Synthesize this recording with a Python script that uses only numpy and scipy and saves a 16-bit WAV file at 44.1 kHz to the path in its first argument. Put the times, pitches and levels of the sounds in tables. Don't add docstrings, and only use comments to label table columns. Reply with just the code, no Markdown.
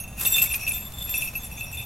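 import sys
import numpy as np
from scipy import signal
from scipy.fft import rfft, irfft, next_fast_len
from scipy.io import wavfile
from scipy.ndimage import map_coordinates

SR = 44100
rng = np.random.default_rng(int(sys.argv[2]) if len(sys.argv) > 2 else 0)


def wav_out(sig):
    wavfile.write(sys.argv[1], SR, np.round(np.clip(np.atleast_2d(sig).T, -1, 1) * 32767).astype(np.int16))


N = 81585

# mode in Hz, relative level in dB, seconds to ring down freely by 60 dB.
LOW_BELL_MODES = [(2681, 1, 0.12), (2490, -12.5, 0.12), (5813, -11.5, .27), (6580, -13, 0.24),
                  (9980, -1, .14), (11940, -1, .13)]
HIGH_BELL_MODES = [(3592.7, 1, 0.2), (7482, -11, 0.18), (7746, -7, 0.13), (11696, 0.5, .12),
                   (13450, 1, 0.094)]
# start in seconds, relative level in dB, relative lift of upper modes in dB.
LOW_STRIKES = [(0.0004, -33, 1), (0.0396, -32, -18), (0.077, -35, -8), (0.127, -39.5, -16), (0.256, -22, 2),
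               (0.2615, -18.5, -8), (0.3594, -19.5, 3.5), (0.3827, -11, -16.5), (0.4148, -18.5, -15),
               (0.5444, -27, -10), (0.6661, -19.5, -28), (0.6762, -18.5, -21), (1.1397, -16.5, -14.5),
               (1.2206, -17, -22), (1.3529, -22, -11), (1.5136, -31, -3.5), (1.6085, -23, -15.5)]
HIGH_STRIKES = [(0.2548, -22, -2.3), (0.3184, -36, -1.7), (0.3441, -20.5, -3), (0.4174, -30.5, -2),
                (0.4723, -28.5, -1), (0.7382, -49, -2), (0.9368, -37, -0.24), (0.9847, -32, -2),
                (1.1, -33.5, -2.5), (1.7719, -32.5, -2.9)]
# middle and half length in seconds, relative levels
# of the lower and of the upper modes in dB.
LOW_SHAKES = [(0.194, 0.019, -39.5, -40), (0.27, 0.013, -25.5, -33), (.32, 0.022, -38.5, -31.5),
              (0.358, 0.015, -32, -43), (0.45, 0.018, -32.5, -32.5), (0.509, 0.0096, -32.5, -52),
              (0.518, 0.0055, -38, -39), (0.542, 0.0062, -26, -37.5), (0.621, 0.029, -35.5, -37),
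              (0.682, 0.0043, -23, -25.5), (0.713, 0.0049, -27.5, -35), (0.762, 0.017, -38, -41.5),
              (0.815, 0.014, -50, -54), (1.085, 0.012, -42, -47), (1.161, 0.013, -36, -30),
              (1.224, 0.037, -36, -34.5), (1.284, 0.0067, -30.5, -43.5), (1.351, 0.011, -43, -41.5),
              (1.444, 0.011, -42, -37.5), (1.53, 0.036, -51, -50), (1.579, 0.0089, -39, -44),
              (1.662, 0.036, -43, -43), (1.751, 0.013, -42.5, -38.5), (1.793, 0.041, -39, -46)]
HIGH_SHAKES = [(.22, 0.019, -42, -29.5), (.27, 0.0045, -54, -20), (.3, 0.021, -54, -39),
               (0.343, 0.018, -25.5, -27), (0.391, .012, -29, -21.5), (0.432, 0.015, -37, -20),
               (.5, 0.015, -43, -32.5), (.685, 0.012, -48, -36.5), (0.743, .017, -40.5, -35),
               (.808, 0.021, -56, -37), (.86, 0.018, -44.5, -41.5), (1.003, 0.027, -35.5, -52),
               (1.049, 0.029, -48, -37), (1.114, 0.028, -46, -38), (1.178, 0.035, -41.5, -35.5),
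               (1.245, 0.022, -52, -37), (1.433, 0.019, -45, -35.5), (1.525, 0.0078, -52, -47),
               (1.585, 0.017, -41.5, -40.5), (1.639, 0.013, -47, -43.5), (1.735, 0.014, -57, -39.5),
               (1.8, 0.026, -39.5, -43)]
# start in seconds, pitch at rest in Hz, hold in seconds,
# relative level in dB.
PINGS = [(.002, 6466, 0.044, -45.5), (.07, 6529, 0.09, -55), (.034, 11940, 0.0045, -36),
         (.252, 3584, 0.0067, -21.5), (.256, 9990, 0.009, -22), (.264, 11650, 0.0087, -18),
         (.276, 7760, 0.032, -29), (.287, 5950, .012, -51), (.318, 7550, 0.032, -24),
         (.323, 11680, 0.0037, -15), (.374, 11700, 0.0028, -24), (.417, 13350, 0.0034, -16),
         (.423, 11830, 0.0034, -12), (.49, 13440, 0.018, -31.5), (.526, 10020, 0.0057, -22),
         (.553, 11940, 0.011, -24.5), (.617, 5760, 0.043, -42.5), (.676, 6529, 0.0093, -39),
         (.691, 9960, 0.0025, -18), (.718, 10130, .004, -24.5), (.745, 13440, 0.03, -30),
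         (.825, 11700, 0.052, -40.5), (1.001, 7485, 0.029, -47), (1.04, 11740, 0.021, -30.5),
         (1.085, 7485, 0.082, -45), (1.093, 13440, 0.029, -27), (1.1, 3584, 0.12, -41),
         (1.148, 9960, .03, -33.5), (1.176, 11600, .009, -25.5), (1.177, 13440, .008, -24),
         (1.21, 13440, 0.082, -36.5), (1.245, 10080, .012, -35.5), (1.356, 11960, 0.025, -29),
         (1.375, 6540, .04, -47), (1.44, 9940, 0.035, -44), (1.57, 6560, 0.028, -43),
         (1.63, 10000, 0.016, -38), (1.742, 11940, 0.01, -53), (1.772, 10020, .02, -41)]
# start in seconds, level in dB.
DRY_CLICKS = [(0.2553, -26), (.384, -33), (0.419, -20), (0.424, -29), (0.5436, -22), (.611, -32.5),
              (0.687, -33), (.921, -37), (1.0, -43), (1.025, -32), (1.094, -31), (1.715, -38.5)]
# time in seconds, speed away from the microphone in m/s.
FLIGHT_SPEED = [(0, 1), (.2, -1.5), (.35, 0.73), (.48, 3), (.63, 4), (.8, 4.5), (1.2, 6), (1.5, 5.5),
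                (1.8, 3)]
# middle and half length in seconds, relative level in dB.
WINGBEATS = [(0.226, 0.023, -33), (0.265, 0.009, -31.5), (0.378, 0.017, -31), (0.435, 0.021, -32.5),
             (0.551, 0.017, -36), (0.73, 0.041, -44.5)]
# time in seconds, level in dB.
TETHER_LEVEL = [(0, -74), (.16, -58), (.21, -37.5), (.45, -41.5), (.6, -42.5), (.85, -49.5), (1.02, -46.5),
                (1.1, -42), (1.27, -46), (1.32, -46), (1.44, -48), (1.7, -56.5), (1.85, -53)]
# frequency in Hz, relative level in dB.
CONTACT_SPECTRUM = [(300, -20), (1500, -16), (2700, 2), (4500, -5), (8300, -4.5), (9400, 4.5),
                    (10600, -1.5), (11700, -1), (12600, 2), (15500, -10)]
FEATHER_SPECTRUM = [(150, -0.5), (400, -2.5), (1200, -3), (2200, -3.5), (4500, -7.5), (8000, 1),
                    (12000, 5.5), (15500, -2.5)]
GRASS_SPECTRUM = [(1000, 5.5), (3000, 1), (5000, -0.5), (9000, 3.5), (12000, 3.5), (15500, -3)]
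RUMBLE_SPECTRUM = [(20, -2.5), (40, -7.5), (60, 2.5), (95, -3), (125, -3.5), (160, -10.5), (210, -9.5),
                   (300, -22), (430, -25), (750, -19.5), (1000, -25), (1500, -30.5), (2500, -31),
                   (5000, -41), (15000, -36)]
# frequency in Hz, left-right likeness (1 is mono).
RUMBLE_LIKENESS = [(100, 1), (200, 1), (350, 0.86), (700, 1), (1400, 0.87), (5000, .4)]

UPPER_MODES_HZ, ATTACK_S, CONTACT_T60_S = 5000, 0.0009, 0.023
TICKS_PER_S, TICK_SPREAD_DB, ROLL_PER_S = 300, 5, 45
PING_RISE_S, PING_T60_S, PING_WAVER = 0.001, 0.048, 0.0017
SNAGS_PER_S, SNAG_T60_S, SNAG_DB = 260, 0.0061, 6
SOUND_M_PER_S, TOP_HZ = 343, 15900
LEFT_RIGHT = np.array([[1], [-1]])


def bell(modes, hits, scatter_db, detune, damping, contact_db):
    hz, mode_db, t60 = np.transpose(modes)
    t = np.arange(SR // 5) / SR
    envelope = amp(-60 * damping * t / t60[:, None]) * (1 - np.exp(-t / ATTACK_S))
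    burst_power = amp(-60 * t / CONTACT_T60_S) ** 2
    favour = np.array([wobble(ROLL_PER_S) for _ in hz])
    ringing, contact_power = np.zeros((2, N)), np.zeros(N)
    for s, level_db, bright_db in hits:
        weight, phase, pan = rng.standard_normal((3, len(hz)))
        sag = detune * weight ** 2 * hz.min() / hz
        pitch = hz * doppler(s) * (1 - sag)
        lift_db = bright_db + scatter_db * favour[:, min(int(s * SR), N - 1)]
        gain = amp(level_db + mode_db + (hz > UPPER_MODES_HZ) * lift_db)
        pan_db = LEFT_RIGHT * (0.5 + 2 * pan) * hz / hz.max()
        partials = envelope * np.sin(2 * np.pi * pitch[:, None] * t + np.pi * phase[:, None])
        add(ringing, s, (gain * amp(pan_db)) @ partials)
        add(contact_power, s, np.sum(gain ** 2) * burst_power)
    contact = np.sqrt(contact_power) * noise(CONTACT_SPECTRUM, likeness=[(3000, 0.25)])
    return ringing + amp(contact_db) * contact


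def strikes(modes, blows, gain_db, bright_db):
    hits = np.array(blows) + [0, gain_db, bright_db]
    return bell(modes, hits, scatter_db=5.5, detune=0.0022, damping=1, contact_db=-10)


def rattle(modes, shakes, gain_db, bright_db, detune, damping):
    count = int(TICKS_PER_S * N / SR)
    jitter, size = rng.standard_normal((count, 2)).T
    starts = np.abs(np.arange(count) + jitter / 2) / TICKS_PER_S
    middle, half, *shake_db = np.transpose(shakes)
    swells = np.exp(-((starts[:, None] - middle) / half) ** 2 / 2)
    lower_db, upper_db = 20 * np.log10(amp(shake_db) @ swells.T + amp(-59))
    tick_db = lower_db + gain_db + TICK_SPREAD_DB * np.tanh(size)
    hits = np.transpose([starts, tick_db, upper_db - lower_db + bright_db])
    return bell(modes, hits, scatter_db=4, detune=detune, damping=damping, contact_db=-10)


def pings(gain_db, spread_db):
    out, t = np.zeros((2, N)), np.arange(SR // 6) / SR
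    for (s, hz, hold, db), (pan, lag) in zip(PINGS, rng.standard_normal((len(PINGS), 2))):
        decay_db = 60 * np.maximum(t - hold, 0) / PING_T60_S
        envelope = amp(db + gain_db - decay_db) * (1 - np.exp(-t / PING_RISE_S))
        pitch = hz * doppler(s) * (1 + PING_WAVER * wobble(340)[:len(t)])
        phase = 2 * np.pi * np.cumsum(pitch) / SR
        width = LEFT_RIGHT * hz / 12000
        add(out, s, envelope * amp(width * (1 + spread_db * pan)) * np.sin(phase + 0.52 * lag * width))
    return out


def doppler(s):
    return 1 / (1 + np.interp(s, *np.transpose(FLIGHT_SPEED)) / SOUND_M_PER_S)


def dry_clicks(t60_s):
    envelope, t = np.zeros(N), np.arange(SR // 10) / SR
    for s, db in DRY_CLICKS:
        add(envelope, s, amp(db - 60 * t / t60_s))
    return envelope * noise(CONTACT_SPECTRUM, likeness=[(3000, 0.59)])


def wings():
    t = np.arange(N) / SR
    beats = sum(amp(db) * np.exp(-((t - s) / half) ** 2 / 2) for s, half, db in WINGBEATS)
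    flutter = amp(2 + 3.3 * wobble(220))
    return beats * flutter * noise(FEATHER_SPECTRUM, likeness=[(500, 0.48), (8000, 0.91)])


def tether():
    level_db = np.interp(np.arange(N) / SR, *np.transpose(TETHER_LEVEL))
    when, size = rng.random((int(SNAGS_PER_S * N / SR), 2)).T
    flicks = np.bincount((when * N).astype(int), size ** 3, N)
    power_decay = amp(-120 * np.arange(SR // 20) / SR / SNAG_T60_S)
    snag_power = np.abs(signal.fftconvolve(flicks, power_decay)[:N])
    roughness = np.sqrt(1 + amp(SNAG_DB) ** 2 * snag_power) * amp(wobble(200))
    return amp(level_db) * unit_rms(roughness * noise(GRASS_SPECTRUM, likeness=[(3000, 0.41)]))


def distant_rumble():
    hum_db = -49.5 + 6.8 * wobble(3.48)
    hum_hz = 123 + 3 * wobble(8.06)
    hum = amp(hum_db) * np.sin(2 * np.pi * np.cumsum(hum_hz) / SR)
    return amp(-39.5 + 0.4 * wobble(4.85)) * noise(RUMBLE_SPECTRUM, RUMBLE_LIKENESS) + hum


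def amp(db):
    return 10 ** (np.asarray(db) / 20)


def unit_rms(x):
    return x / np.sqrt(np.mean(x ** 2) + 1e-20)


def along(points, hz):
    knots_hz, values = np.transpose(points)
    return np.interp(np.log(hz + 1), np.log(knots_hz + 1), values)


def wobble(per_s):
    return map_coordinates(rng.standard_normal(int(N * per_s / SR) + 4), [np.arange(N) * per_s / SR])


def filtered(x, response):
    size = next_fast_len(N + SR // 2)
    return irfft(rfft(x, size) * response(np.fft.rfftfreq(size, 1 / SR)), size)[..., :N]


def noise(spectrum, likeness):
    def mid_side_gains(hz):
        angle = np.arccos(np.clip(along(likeness, hz), -1, 1)) / 2
        return amp(along(spectrum, hz)) * [np.cos(angle), np.sin(angle)]
    mid, side = filtered(rng.standard_normal((2, N)), mid_side_gains)
    return unit_rms(np.array([mid + side, mid - side]))


def add(track, s, sound):
    start = int(np.clip(round(s * SR), 0, N - 1))
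    track[..., start:start + sound.shape[-1]] += sound[..., :N - start]


def scene():
    low = strikes(LOW_BELL_MODES, LOW_STRIKES, gain_db=-3.5, bright_db=-2)
    low += rattle(LOW_BELL_MODES, LOW_SHAKES, gain_db=-1, bright_db=-4.5, detune=0.0162, damping=1.69)
    high = strikes(HIGH_BELL_MODES, HIGH_STRIKES, gain_db=-3.5, bright_db=1)
    high += rattle(HIGH_BELL_MODES, HIGH_SHAKES, gain_db=-4, bright_db=-1, detune=0.00196, damping=1.75)
    bells = low + high + pings(gain_db=1.5, spread_db=0.5)
    return bells + dry_clicks(t60_s=0.027) + wings() + tether() + distant_rumble()


def record(dry):
    return filtered(dry, lambda hz: hz < TOP_HZ)


dry = scene()
out = record(dry)
wav_out(out)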